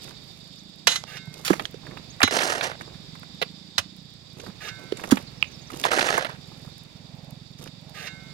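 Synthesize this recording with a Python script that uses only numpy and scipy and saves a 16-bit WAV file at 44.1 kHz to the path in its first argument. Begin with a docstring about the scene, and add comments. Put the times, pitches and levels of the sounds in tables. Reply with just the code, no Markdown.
"""Digging a rocky bank

Outdoors, close to the right microphone port, one worker jabs the bank with an iron bar and another shovels
the spoil: bursts of fractures and dying modes make the bar's blows, grains sticking and slipping make the
scoops, the blade rings as its load slides off, and clods thud on a heap as short low cycles.
Farther off, exhaust puffs through two resonances chug as a slow one-cylinder engine, narrow noise bands
drone as insects, gliding sines twitter as a small bird, and shaped noise is the open air."""
import sys
import numpy as np
from scipy import signal
from scipy.fft import rfft, irfft, next_fast_len
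from scipy.io import wavfile
from scipy.ndimage import uniform_filter1d

SR = 44100
rng = np.random.default_rng(int(sys.argv[2]) if len(sys.argv) > 2 else 0)


def wrap_up_sound(samples):
    """Save the sound to the file named by the first command line argument, as 16-bit audio."""
    columns = np.atleast_2d(samples).T
    # keep every value between -1 and 1, then stretch to whole-number steps
    tamed = np.clip(columns, -1, 1)
    steps = np.round(tamed * 32767).astype(np.int16)
    wavfile.write(sys.argv[1], SR, steps)


N = 367353
TIME = np.arange(N) / SR

# Levels in the tables are relative: source and scene gains follow.
# Iron bar on rock: (time [s], crunch level [dB], crunch decay [s], crunch top [Hz],
# bending ring level [dB], lengthwise ring level [dB], hand damping [factor])
BAR_BLOWS = [(0.8701, -10, 0.0059, 5630, -31.5, -41, 1.7), (0.887, -29.5, 0.034, 7780, -36.5, -43, 1),
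             (0.916, -27.5, 0.0044, 6800, -40.5, -41, 0.88), (0.956, -25.5, 0.0058, 7100, -37, -48, 1.855),
             (2.2296, -9.5, 0.0039, 4800, -33.5, -24, 0.97), (3.7798, -18, 0.0072, 5400, -27, -21, 6.4)]
# The bar's modes: (frequency [Hz], level [dB], undamped t60 [s], kind [0 bending, 1 lengthwise])
BAR_MODES = [(583, -26, 0.16, 0), (797, -23, 0.183, 0), (960, -9.5, .3, 0), (1250, -35, 0.3, 0),
             (1770, -6, 0.3, 0), (2050, 10.5, 0.25, 0), (2010, -5, 0.31, 1), (2086, -4, .12, 0),
             (2250, -19.5, 0.13, 0), (2740, -12, 0.077, 0), (2904, 7.5, 0.23, 0), (3050, 12, 0.081, 0),
             (3308, 8, 0.19, 0), (3690, 11.5, .18, 0), (3978, 7.5, 0.21, 1), (3970, -17.5, 0.082, 0),
             (4074, 19, 0.11, 0), (5260, 1.5, 0.28, 0), (5760, 3.5, 0.17, 0), (6080, -26.5, 0.16, 0),
             (5650, -4.5, .18, 0), (6200, -11.5, 0.21, 1), (6340, 11.5, 0.133, 0), (7000, 1, 0.2, 0),
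             (7800, -28, .16, 0), (9130, -4, .14, 0), (9200, -19, .1, 0), (10000, -11.5, 0.15, 0),
             (10200, -27.5, .13, 0)]

# Dull blows into soft earth: (time [s], level [dB], pitch [Hz])
THUDS = [(1.274, -30.5, 144), (1.743, -30.5, 442), (2.23, -27, 95), (2.235, -19.5, 232),
         (3.425, -19.5, 442), (3.786, -36, 96), (4.485, -32, 186), (4.9228, -16, 405), (5.737, -29.5, 330),
         (5.973, -21, 367)]
THUD_SWELL_CYCLES = 0.58  # half the cycles from onset to the top of the swell

# Shoves of the shovel through gravel:
# (time [s], hold [s], release [s], level [dB], fine grit relative level [dB])
SHOVES = [(2.307, 0.16, .29, -30, -2.5), (2.626, 0.024, 0.11, -34.5, -2.5), (5.84, 0.019, 0.075, -30, -7),
          (5.906, 0.19, .27, -29.5, -6)]
# Gravel spectrum: (frequency [Hz], level [dB])
GRAVEL_SPECTRUM = [(120, -14.5), (250, -2.5), (400, 2.5), (660, 5.5), (1060, -0.5), (1800, 5), (2400, -4.5),
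                   (4000, -5), (8000, -13), (12000, -27), (16000, -33)]
SHOVE_ATTACK_S, SHOVE_FADE_DB, SHOVE_FADE_SHAPE = 0.00713, -21.5, 1.34
GRIT_FADE_DB = -18  # extra fade: fine grit stops first as the blade slows

# Soil sliding off the blade: (time it leaves [s], slide length [s], hiss level [dB],
# ring level [dB], ring tilt [dB per octave])
THROWS = [(1.173, 0.105, -41.5, -48, 8), (4.688, 0.0841, -38, -43.5, -6), (8.073, .13, -38.5, -43.5, 6)]
# Sliding soil spectrum: (frequency [Hz], level [dB])
SLIDE_SPECTRUM = [(240, -42), (400, -3.5), (865, -2), (1040, -27), (1230, 4.5), (1350, -13), (1710, 1),
                  (2290, -2.5), (3470, -6), (16000, -26)]
# The shovel blade's modes: (frequency [Hz], level [dB], t60 [s])
BLADE_MODES = [(1342, -14, 2.3), (1532, -1.5, 1), (1706, -3, 0.33), (2150, -2.5, 1.44), (2747, 1, 0.17),
               (3750, -4.5, 0.76), (4330, -7, 0.36), (6480, -16, 0.4), (7500, -15, 0.54)]
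BLADE_TILT_HZ = 1850  # the ring tilts about this pitch, over the blade's lowest modes

# Loads landing on the heap: (time [s], level [dB], pitch [Hz], lead of loose grit [s], grit level [dB])
LANDINGS = [(1.5039, -6.5, 333, 0.057, -30.5), (5.122, -5, 265.2, .013, -25)]
HEAP_T60_S = 0.074

# Stones knocking against the tools and each other, and near 3.42 s the bar jabbing dully into the soil: (time
# [s], level [dB], centre [Hz], band spread either side [factor])
KNOCKS = [(1.4783, -21, 1380, 3.2), (1.5305, -19, 880, 2.5), (1.595, -22, 1330, 2.8),
          (2.2034, -20, 1180, 1.8), (2.216, -14, 1400, 2.38), (2.234, -12, 700, 2.9),
          (2.2758, -17, 1090, 2.4), (2.3226, -20.5, 874, 2.96), (2.388, -19, 2160, 2.1),
          (2.412, -21.5, 1980, 1.8), (2.521, -22, 1140, 1.38), (2.609, -20, 2200, 1.896),
          (2.6405, -24, 1424, 2.5), (2.7145, -31.5, 1002, 2.5), (2.8087, -31.5, 1168, 1.84),
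          (3.151, -41, 1330, 1.65), (3.23, -38.5, 1140, 1.8), (3.415, -20.5, 1200, 3.44),
          (3.423, -17, 1120, 3.48), (4.97, -36.5, 3300, 2.61), (4.993, -39.5, 930, 2.3),
          (5.037, -25.5, 840, 2.9), (5.1705, -24, 1170, 2.58), (5.7007, -34, 1290, 1.5),
          (5.838, -16, 1360, 2.76), (5.85, -13, 900, 1.66), (5.916, -21, 1620, 1.87),
          (5.931, -17.5, 870, 1.76), (5.9835, -17.5, 1530, 1.65), (6.008, -18, 1820, 2.6),
          (6.087, -18, 1190, 2.4), (6.139, -21.5, 990, 2.3), (6.1774, -13, 940, 1.95),
          (6.2462, -22.5, 1214, 2.84), (6.2923, -33, 1090, 1.3)]
KNOCK_DECAY_S = 0.0044
PEBBLE_SPREAD = 2.1  # band spread of the small pebbles, as a factor
# Small hard clicks close to the right port:
# (time [s], level [dB], centre [Hz], band spread either side [factor])
CLICKS = [(1.038, -27.5, 1474, 3.19), (1.6531, -21, 2520, 1.55), (5.4254, -8.5, 2580, 1.11),
          (5.4425, -30, 2520, 1.13)]

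# Boots shifting on loose grit: (time [s], length [s], tread level [dB], crackle level [dB])
STEPS = [(0, 0.14, -51.5, -50), (0.15, 0.6, -73, -63), (1.305, 0.1694, -50, -51), (1.541, 0.15, -44, -52),
         (1.801, 0.2357, -46.5, -72), (2.75, 0.2476, -51.5, -82), (4.339, 0.192, -45.5, -55),
         (4.771, 0.096, -49, -60.5), (4.934, 0.33, -44.5, -49), (5.678, 0.21, -44.5, -44.5),
         (6.35, 0.45, -57, -62.5), (7.571, 0.14, -48.5, -52)]
# Tread spectrum: (frequency [Hz], level [dB])
TREAD_SPECTRUM = [(60, -2), (150, 7), (400, 6.5), (900, -1.5), (2000, -15.5), (5000, -87)]
# Grit crackle spectrum: (frequency [Hz], level [dB])
CRACKLE_SPECTRUM = [(1000, -28), (2500, 8), (6000, 7.5), (9500, 4), (13000, -1.5), (16000, -10)]

# Bird notes: (time [s], centre [Hz], glide [octaves], level [dB])
CHIRPS = [(.577, 5660, 0.58, -50), (2.097, 6290, 0.42, -46), (5.266, 4340, -.18, -44),
          (5.372, 5200, -0.255, -50.5), (5.403, 5170, -.33, -50.5), (5.47, 6480, -0.21, -52.5),
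          (5.51, 6200, -0.227, -53), (5.537, 5330, -0.336, -47), (5.61, 6500, -.24, -52.5),
          (5.665, 5720, -.26, -49)]
CHIRP_S = 0.0257

# Engine speed: (time [s], rate [firings per s])
ENGINE_SPEED = [(0, 33), (.35, 25), (.6, 26.3), (.92, 33.5), (1.15, 26), (1.9, 26), (2.4, 21.3),
                (2.85, 21.3), (3.25, 23.6), (4.0, 31.5), (4.55, 22.5), (5.3, 20.5), (6.9, 21.3), (8.33, 23)]
# Engine level: (time [s], level [dB])
ENGINE_LEVEL = [(0, -54), (2.7, -48.5), (3.2, -48.5), (4.3, -52), (6.2, -46.5), (8.33, -48)]
# Exhaust resonances: (multiple of the base resonance [factor], width of one smoothing pass [Hz], level [dB])
ENGINE_MODES = [(1.001, 99, 3), (1.62, 74, -4.5)]
IDLE_RATE, FULL_RATE = 19.8, 35.6  # firings per s
THROTTLE_LEAD_S = 0.48  # the throttle opens ahead of the speed
EXHAUST_IDLE_HZ, EXHAUST_FULL_HZ = 139.1, 186.4

# Insect bands: (centre [Hz], width [Hz], level [dB])
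INSECT_BANDS = [(3683, 560, 1.5), (4653, 730, 0), (5320, 550, -8.5), (7280, 1300, -16.5)]
# Insect level: (time [s], level [dB])
INSECT_LEVEL = [(0, -49.5), (1.7, -54.5), (2.1, -49.5), (3.7, -49.5), (4.2, -52.5), (6.5, -51.5),
                (7.3, -55), (8.33, -52.5)]
# A faint distant rush: (time [s], level [dB])
RUSH_LEVEL = [(6.6, -103.5), (6.95, -63), (7.3, -52.5), (7.5, -94), (7.9, -54.5), (8.33, -66)]
# Outdoor air spectrum: (frequency [Hz], level [dB])
AIR_SPECTRUM = [(15, -50.5), (30, -36.5), (50, -13), (90, -6.5), (160, -5), (300, -12.5), (700, -18),
                (1500, -25), (2400, -20.5), (3100, -25), (6200, -29.5), (9500, -40), (16000, -48)]
# Outdoor air level: (time [s], level [dB])
AIR_LEVEL = [(0, -47.5), (.6, -54.5), (2, -48.5), (3, -49), (4.1, -55), (4.8, -46.5), (6.6, -50.5),
             (7.6, -54), (8.33, -48.5)]
# Distant field: (frequency [Hz], left-right likeness [0 to 1])
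FAR_LIKENESS = [(60, 0.14), (150, 0.65), (380, 0.71), (950, 0.28), (2380, 0), (5980, 0), (15000, 0.079)]
# Distant field: (frequency [Hz], left minus right [dB])
FAR_BALANCE = [(60, -0.5), (150, -20), (380, -13.5), (950, -13), (2380, -10.5), (5980, -9.5), (15000, -1)]

# The close work: (frequency [Hz], left minus right [dB])
WORK_BALANCE = [(60, -9), (250, -9), (600, -9.5), (1100, -9.5), (2200, -11.5), (4000, -10), (8000, -6.5),
                (13000, -6)]
# The close work: (frequency [Hz], left-right likeness [0 to 1])
WORK_LIKENESS = [(60, 0.99), (300, 1), (700, 0.57), (1400, 0.09), (3000, 0.113), (8000, 0.036)]
EDGE_HZ = 16100  # upper band limit


def iron_bar(crunch_low_hz=560, scatter_db=-0.5, ring_db=-3, clank_db=-12, clank_t60=0.151):
    """The tip crushes rock and the bar rings until the hands damp it; a square hit rings it lengthwise."""
    out = np.zeros(N)
    hz, mode_db, t60, lengthwise = np.transpose(BAR_MODES)
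    # many weak modes thicken the clank
    weak_hz = np.geomspace(900, 10000, num=140) * (1 + .015 * rng.standard_normal(size=140))
    weak_db = clank_db - 10 * np.log10(1 + (weak_hz / 5500) ** 4)
    for s, crunch_db, decay, top_hz, bend_db, length_db, damping in BAR_BLOWS:
        add(out, s, crunch(crunch_db, crunch_low_hz, top_hz, decay, rise_share=0.66, dust_db=-8.5))
        bending_db = bend_db + scatter_db * rng.standard_normal(len(hz))
        drive_db = np.where(lengthwise > .5, length_db, bending_db)
        add(out, s + 0.001067, ring(hz, mode_db + drive_db + ring_db, t60 / damping))
        add(out, s + 0.00095, ring(weak_hz, weak_db + bend_db, clank_t60 / damping))
    return out


def thuds(crumb_db=-14, crumb_low=0.533, crumb_high=11, crumb_s=0.00266):
    """Dull blows, each with a crumbling whose band lies at multiples of its pitch."""
    out = np.zeros(N)
    for s, db, hz in THUDS:
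        add(out, s, thud(db, hz))
        add(out, s - .002, crunch(db + crumb_db, crumb_low * hz, crumb_high * hz, crumb_s))
    return out


def scoops(coarse_db=3.5, pebble_db=2):
    """The blade sticks and slips through gravel, so its grains come in clumps; pebbles tumble over it."""
    out = np.zeros(N)
    for s, hold, release, db, fine_db in SHOVES:
        t = np.arange(0, hold + release, 1 / SR)
        slowing = np.maximum((t - hold) / release, 0) ** SHOVE_FADE_SHAPE
        slips = clumps(len(t), depth_db=3.0, clump_s=0.0095)
        coarse = coloured(grains(len(t), per_s=1300, spread_db=1.5) * slips, GRAVEL_SPECTRUM)
        coarse = evened(shaped(coarse, lambda hz: 1 / np.sqrt(1 + (hz / 4500) ** 8)))
        fine = coloured(grains(len(t), per_s=7200, spread_db=-5.0) * slips, GRAVEL_SPECTRUM)
        fine = evened(band(fine, 4700, 18000, order=4))
        sound = gain_of(coarse_db) * coarse + gain_of(fine_db + GRIT_FADE_DB * slowing) * fine
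        for when, pebble in pebbles(hold + release, per_s=34, db=pebble_db, centre_hz=1600,
                                    spread_db=-0.5, spread_octaves=0.2):
            add(sound, when, pebble)
        attack = np.minimum(t / SHOVE_ATTACK_S, 1)
        add(out, s, gain_of(db + SHOVE_FADE_DB * slowing) * attack * sound)
    return out


def throws(damped_t60=.09, blade_share=0.584, cutoff_s=0.007):
    """Soil hisses along the blade and damps it; once the load has left, the steel rings freely."""
    out = np.zeros(N)
    hz, mode_db, t60 = np.transpose(BLADE_MODES)
    for s, length, hiss_db, ring_db, tilt in THROWS:
        t = np.arange(-length, .08, 1 / SR)  # 0 as the load leaves
        sand = grains(len(t), per_s=9000, spread_db=2.5)
        steel = signal.fftconvolve(sand, ring(hz, mode_db, damped_t60))[:len(t)]
        hiss = evened(coloured(sand, SLIDE_SPECTRUM) + blade_share * evened(steel))
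        flow = np.minimum(1 + t / length, 1) ** 0.27 * np.exp(-np.maximum(t, 0) / cutoff_s)
        add(out, s - length, gain_of(hiss_db) * flow * hiss)
        # the tilt acts within a quarter octave and is level beyond it
        tilt_db = tilt * np.clip(np.log2(hz / BLADE_TILT_HZ), -.25, .25)
        add(out, s, ring(hz, mode_db + ring_db + tilt_db, t60))
        add(out, s - .006, crunch(hiss_db + 4.5, 1150, 5570, 0.0089))  # the last stones tick over the edge
    return out


def landings(grit_share=0.865, burst_db=-14, slap_db=-12, slap_multiple=1.82,
             heap_db=-8, heap_hz=198, heap_delay_s=0.0055):
    """Bunched loose grit patters down first; then the load thuds and bursts, and the heap gives way."""
    out = np.zeros(N)
    for s, db, hz, lead, grit_db in LANDINGS:
        grit = crunch(grit_db, 1000, 7000, grit_share * lead, rise_share=0.054, dust_db=-5, dust_top_hz=11700)
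        add(out, s - lead, grit * clumps(len(grit), depth_db=3.0, clump_s=0.0028))
        add(out, s - .004, crunch(db + burst_db, 240, 1800, decay=.006))
        add(out, s, thud(db, hz) + thud(db + slap_db, hz * slap_multiple))
        add(out, s + heap_delay_s, ring(np.array([heap_hz]), db + heap_db, HEAP_T60_S))
    return out


def stones(level_db=-2.0, left_db=0.5):
    """The larger stones knock, and the bar jabs dully into the soil; returns what faces the left and the right
    port."""
    out = np.zeros(N)
    for s, db, hz, spread in KNOCKS:
        add(out, s, knock(db + level_db, hz, spread))
    return gain_of(left_db) * out, out


def clicks(decay_s=0.00099, left_db=-20, body_db=-9):
    """Hard, dry ticks: a narrow band over a weaker broad one; returns both ports."""
    out = np.zeros(N)
    for s, db, hz, spread in CLICKS:
        add(out, s, crunch(db, hz / spread, hz * spread, decay_s, dust_db=-53))
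        add(out, s + 0.00065, crunch(db + body_db, 900, 4100, decay_s))
    return gain_of(left_db) * out, out


def steps(pebble_db=3.0):
    """Soft treads with separate grains of grit snapping under them and a few pebbles kicked loose."""
    out = np.zeros(N)
    for s, length, tread_db, crackle_db in STEPS:
        size = int(length * SR)
        tread = gain_of(tread_db) * coloured(grains(size, per_s=900, spread_db=5.0), TREAD_SPECTRUM)
        snaps = grains(size, per_s=5000, spread_db=3.5) * clumps(size, depth_db=6, clump_s=0.0076)
        grit = gain_of(crackle_db) * coloured(snaps, CRACKLE_SPECTRUM)
        for when, pebble in pebbles(length, per_s=22, db=tread_db + pebble_db, centre_hz=1560,
                                    spread_octaves=1.73):
            add(tread, when, pebble)
        add(out, s, (tread + grit) * signal.windows.tukey(size, .6))
    return out


def trickle(db=-72, tick_s=0.0013):
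    """Single grains of grit tick faintly as they roll down the heap and the bank."""
    moments = abs(grains(N, per_s=16, spread_db=5.0))
    tick = np.exp(-np.linspace(-3, 3, int(6 * tick_s * SR)) ** 2)
    swell = signal.oaconvolve(moments, tick)[:N]
    return gain_of(db) * evened(band(swell * rng.standard_normal(N), 2500, 15000, order=1))


def engine(load_db=1.0, uneven=0.32, left_db=-9.5):
    """One exhaust puff a firing through two broad resonances that rise with the load."""
    rate, = follow(ENGINE_SPEED, TIME)
    level_db, = follow(ENGINE_LEVEL, TIME)
    acceleration = uniform_filter1d(np.gradient(rate) * SR, size=4000)
    demand = rate + THROTTLE_LEAD_S * acceleration
    load = np.clip((demand - IDLE_RATE) / (FULL_RATE - IDLE_RATE), 0, 1)
    base_hz = EXHAUST_IDLE_HZ + (EXHAUST_FULL_HZ - EXHAUST_IDLE_HZ) * load
    firings = np.diff(np.floor(np.cumsum(rate) / SR), prepend=0)
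    puffs = firings * (1 + uneven * rng.standard_normal(N))
    chug = np.zeros(N)
    for multiple, width_hz, mode_db in ENGINE_MODES:
        # a moving resonance: shift it down to 0 Hz, smooth three times, shift back
        turn = np.exp(2j * np.pi * np.cumsum(multiple * base_hz) / SR)
        r = np.exp(-np.pi * width_hz / SR)
        smooth = puffs / turn + 1e-18
        for _ in range(3):
            smooth = signal.lfilter([1 - r], [1, -r], smooth)
        chug += gain_of(mode_db) * (turn * smooth).real
    chug = gain_of(level_db + load_db * load) * evened(chug)
    left = gain_of(left_db)
    return np.array([left * chug, chug]) * 2 / (1 + left)


def bird(waver=0.041):
    """Thin, quick glides: short sines sweeping in pitch with a small random waver."""
    out, size = np.zeros(N), int(CHIRP_S * SR)
    for s, centre_hz, octaves, db in CHIRPS:
        glide = 2 ** (octaves * np.linspace(-.5, .5, size))
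        wander = evened(uniform_filter1d(rng.standard_normal(size), size=60))
        hz = centre_hz * glide * (1 + waver * wander)
        note = np.sin(2 * np.pi * np.cumsum(hz) / SR)
        add(out, s, gain_of(db) * signal.windows.tukey(size, .6) * note)
    return out


def insects(level_db=4, throb_db=1.87):
    """A chorus in a few narrow noise bands, its level throbbing at random."""
    def chorus(hz):
        """Root of the summed powers of the bands."""
        return np.sqrt(sum((gain_of(db) / (1 + (2 * (hz - f) / w) ** 2)) ** 2 for f, w, db in INSECT_BANDS))

    throb = evened(shaped(rng.standard_normal(N), lambda hz: np.exp(-hz / 25)))
    drone = evened(shaped(rng.standard_normal(N), chorus))
    return gain_of(follow(INSECT_LEVEL, TIME)[0] + level_db + throb_db * throb) * drone


def open_air(air_db=3, rush_db=3):
    """Outdoor air as shaped noise, and a distant rush in a band of mid-low noise."""
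    air = gain_of(follow(AIR_LEVEL, TIME)[0] + air_db) * coloured(rng.standard_normal(N), AIR_SPECTRUM)
    rush = evened(band(rng.standard_normal(N), 484, 870))
    return air + gain_of(follow(RUSH_LEVEL, TIME)[0] + rush_db) * rush


def hillside():
    """Air, rush and insects, drawn twice so that the distance surrounds both ports."""
    return far_pair(open_air() + insects(), open_air() + insects())


def far_pair(sound_a, sound_b):
    """Spreads two unrelated sounds over the ports as a distant field."""
    def same(hz):
        """Likeness of the ports."""
        return np.clip(read(FAR_LIKENESS, hz), 0, 1)

    left = shaped(sound_a, same) + shaped(sound_b, lambda hz: np.sqrt(1 - same(hz) ** 2))
    return np.array([shaped(left, lambda hz: gain_of(read(FAR_BALANCE, hz))), sound_a])


def left_port(x):
    """Shaded from the work: weaker, and its treble arrives by scattered paths."""
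    def response(hz):
        """A direct path and one of random phase, their peaks and dips partly levelled."""
        same = np.clip(read(WORK_LIKENESS, hz), 0, 1)
        knots = np.arange(0, SR / 2, 400)
        phase = np.cumsum(np.pi * rng.uniform(-0.964, 1, len(knots)))
        scattered = np.exp(-1j * np.interp(hz, knots, phase))
        paths = same + np.sqrt(1 - same ** 2) * scattered
        return gain_of(read(WORK_BALANCE, hz)) * paths / np.sqrt(abs(paths) + 0.072)

    return shaped(x, response)


def scatter(x, t60, delay):
    """Dense weak reflections from rough ground, energy 1."""
    t = np.arange(SR // 2) / SR
    taps = band(rng.standard_normal(len(t)), 78, 11300, order=1) * gain_of(-60 * t / t60)
    echo = np.pad(taps / np.linalg.norm(taps), (int(delay * SR), 0))
    return signal.oaconvolve(x, echo)[:N]


def crunch(db, low_hz, high_hz, decay, rise_share=1.0, dust_db=-15, dust_top_hz=8500):
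    """A burst of fractures: the stone's size sets the band, dust adds a little treble."""
    t = np.arange(SR // 6) / SR
    envelope = (1 - np.exp(-t / (rise_share * decay))) * np.exp(-t / decay)
    burst = rng.standard_normal(len(t)) * envelope
    dust_gain = gain_of(dust_db) * np.sqrt(abs(high_hz - low_hz) / 4000)
    sound = band(burst, low_hz, high_hz, order=3) + dust_gain * band(burst, low_hz, dust_top_hz)
    return gain_of(db) * sound * np.sqrt(decay * SR / np.sum(sound ** 2))


def knock(db, hz, spread):
    """One stone knocks without ringing; the smaller it is, the higher its band."""
    return crunch(db, hz / spread, hz * spread, KNOCK_DECAY_S, rise_share=0.37, dust_db=-18, dust_top_hz=10000)


def pebbles(length, per_s, db, centre_hz, spread_db=8.5, spread_octaves=0.377):
    """Small stones roll over at loosely spaced moments, 24 at most; yields (time [s], sound)."""
    for k, (when, loud, pitch) in enumerate(rng.uniform(-0.86, 1, (24, 3))):
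        s = (k + .5 + .5 * when) / per_s
        if s < length:
            yield s, knock(db + spread_db * loud, centre_hz * 2 ** (spread_octaves * pitch), PEBBLE_SPREAD)


def thud(db, hz):
    """Earth gives way under a blow: two or three low cycles."""
    cycles = hz * np.arange(SR // 8) / SR - 2 * THUD_SWELL_CYCLES
    u = 1 + cycles / (2 * THUD_SWELL_CYCLES)
    return gain_of(db) * (u * np.exp(1 - u)) ** 2 * np.sin(2 * np.pi * cycles)


def ring(hz, db, t60):
    """Freely dying modes with a soft onset, held for one t60 and at most 1 s."""
    t = np.arange(int(SR * np.clip(np.max(t60), .01, 1)))[:, None] / SR
    phase = 2 * np.pi * rng.random(len(hz))
    modes = gain_of(db - 60 * t / t60) * np.sin(2 * np.pi * hz * t + phase)
    return modes.sum(1) * (1 - np.exp(-t[:, 0] / 0.00132))


def grains(size, per_s, spread_db):
    """Tiny fractures at random moments, of random sign and uneven strength, at rms 1."""
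    chance, sign = rng.random((2, size))
    strength = gain_of(spread_db * np.minimum(rng.exponential(1, size), 4))
    return evened((chance < per_s / SR) * np.sign(sign - .5) * strength)


def clumps(size, depth_db, clump_s):
    """A gain that comes and goes, as loose grains move in bunches."""
    drift = shaped(rng.standard_normal(size), lambda hz: np.exp(-(hz * clump_s) ** 2))
    return gain_of(depth_db * evened(drift))


def gain_of(db):
    """Decibels to amplitude."""
    return 10 ** (np.asarray(db) / 20)


def evened(x):
    """Scales to rms 1."""
    return x / np.sqrt(np.mean(x ** 2) + 1e-20)


def read(points, hz):
    """Reads a spectrum on a log-frequency axis."""
    f, value = np.transpose(points)
    return np.interp(np.log(hz + 1), np.log(f + 1), value)


def follow(rows, t):
    """Every column of a curve at the times t."""
    s, *columns = np.transpose(rows)
    return [np.interp(t, s, c) for c in columns]


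def add(mix, s, sound):
    """Mixes a sound in at s seconds."""
    part = mix[max(round(s * SR), 0):][:len(sound)]
    part += sound[:len(part)]


def shaped(x, response):
    """Filters by a response given as a function of Hz."""
    size = next_fast_len(len(x) + 2048)
    return irfft(rfft(x, size) * response(np.fft.rfftfreq(size, 1 / SR)), size)[:len(x)]


def coloured(x, points):
    """Gives x a spectrum, at rms 1."""
    return evened(shaped(x, lambda hz: gain_of(read(points, hz))))


def band(x, low_hz, high_hz, order=2):
    """Causal band-pass, its edges kept apart and below the top of the range."""
    high_hz = min(max(high_hz, low_hz * 1.1), SR * .45)
    low_hz = min(low_hz, high_hz / 1.1)
    return signal.sosfilt(signal.butter(order, [low_hz, high_hz], "band", fs=SR, output="sos"), x)


def scene(work_db=4.5, bank_db=-23):
    """Close work mostly in the right port with a faint short echo off the earth bank; the rest lies behind."""
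    centred = [iron_bar(), thuds() + landings(), scoops(), throws() + steps() + trickle() + bird()]
    sources = [stones(), clicks()] + [(x, x) for x in centred]
    left = sum(left_port(x) for x, _ in sources)  # each group by its own scattered paths
    right = sum(x for _, x in sources)
    work = np.array([port + gain_of(bank_db) * scatter(port, t60=0.19, delay=0.0065) for port in (left, right)])
    return gain_of(work_db) * work + engine() + hillside()


def record(dry):
    """Peaks beyond full scale are cut flat; then the band limit."""
    clipped = np.clip(dry, -1, 1)
    low_pass = signal.firwin(511, EDGE_HZ, window=("kaiser", 9), fs=SR)
    return signal.oaconvolve(clipped, low_pass[None], "same")


dry = scene()
out = record(dry)
wrap_up_sound(out)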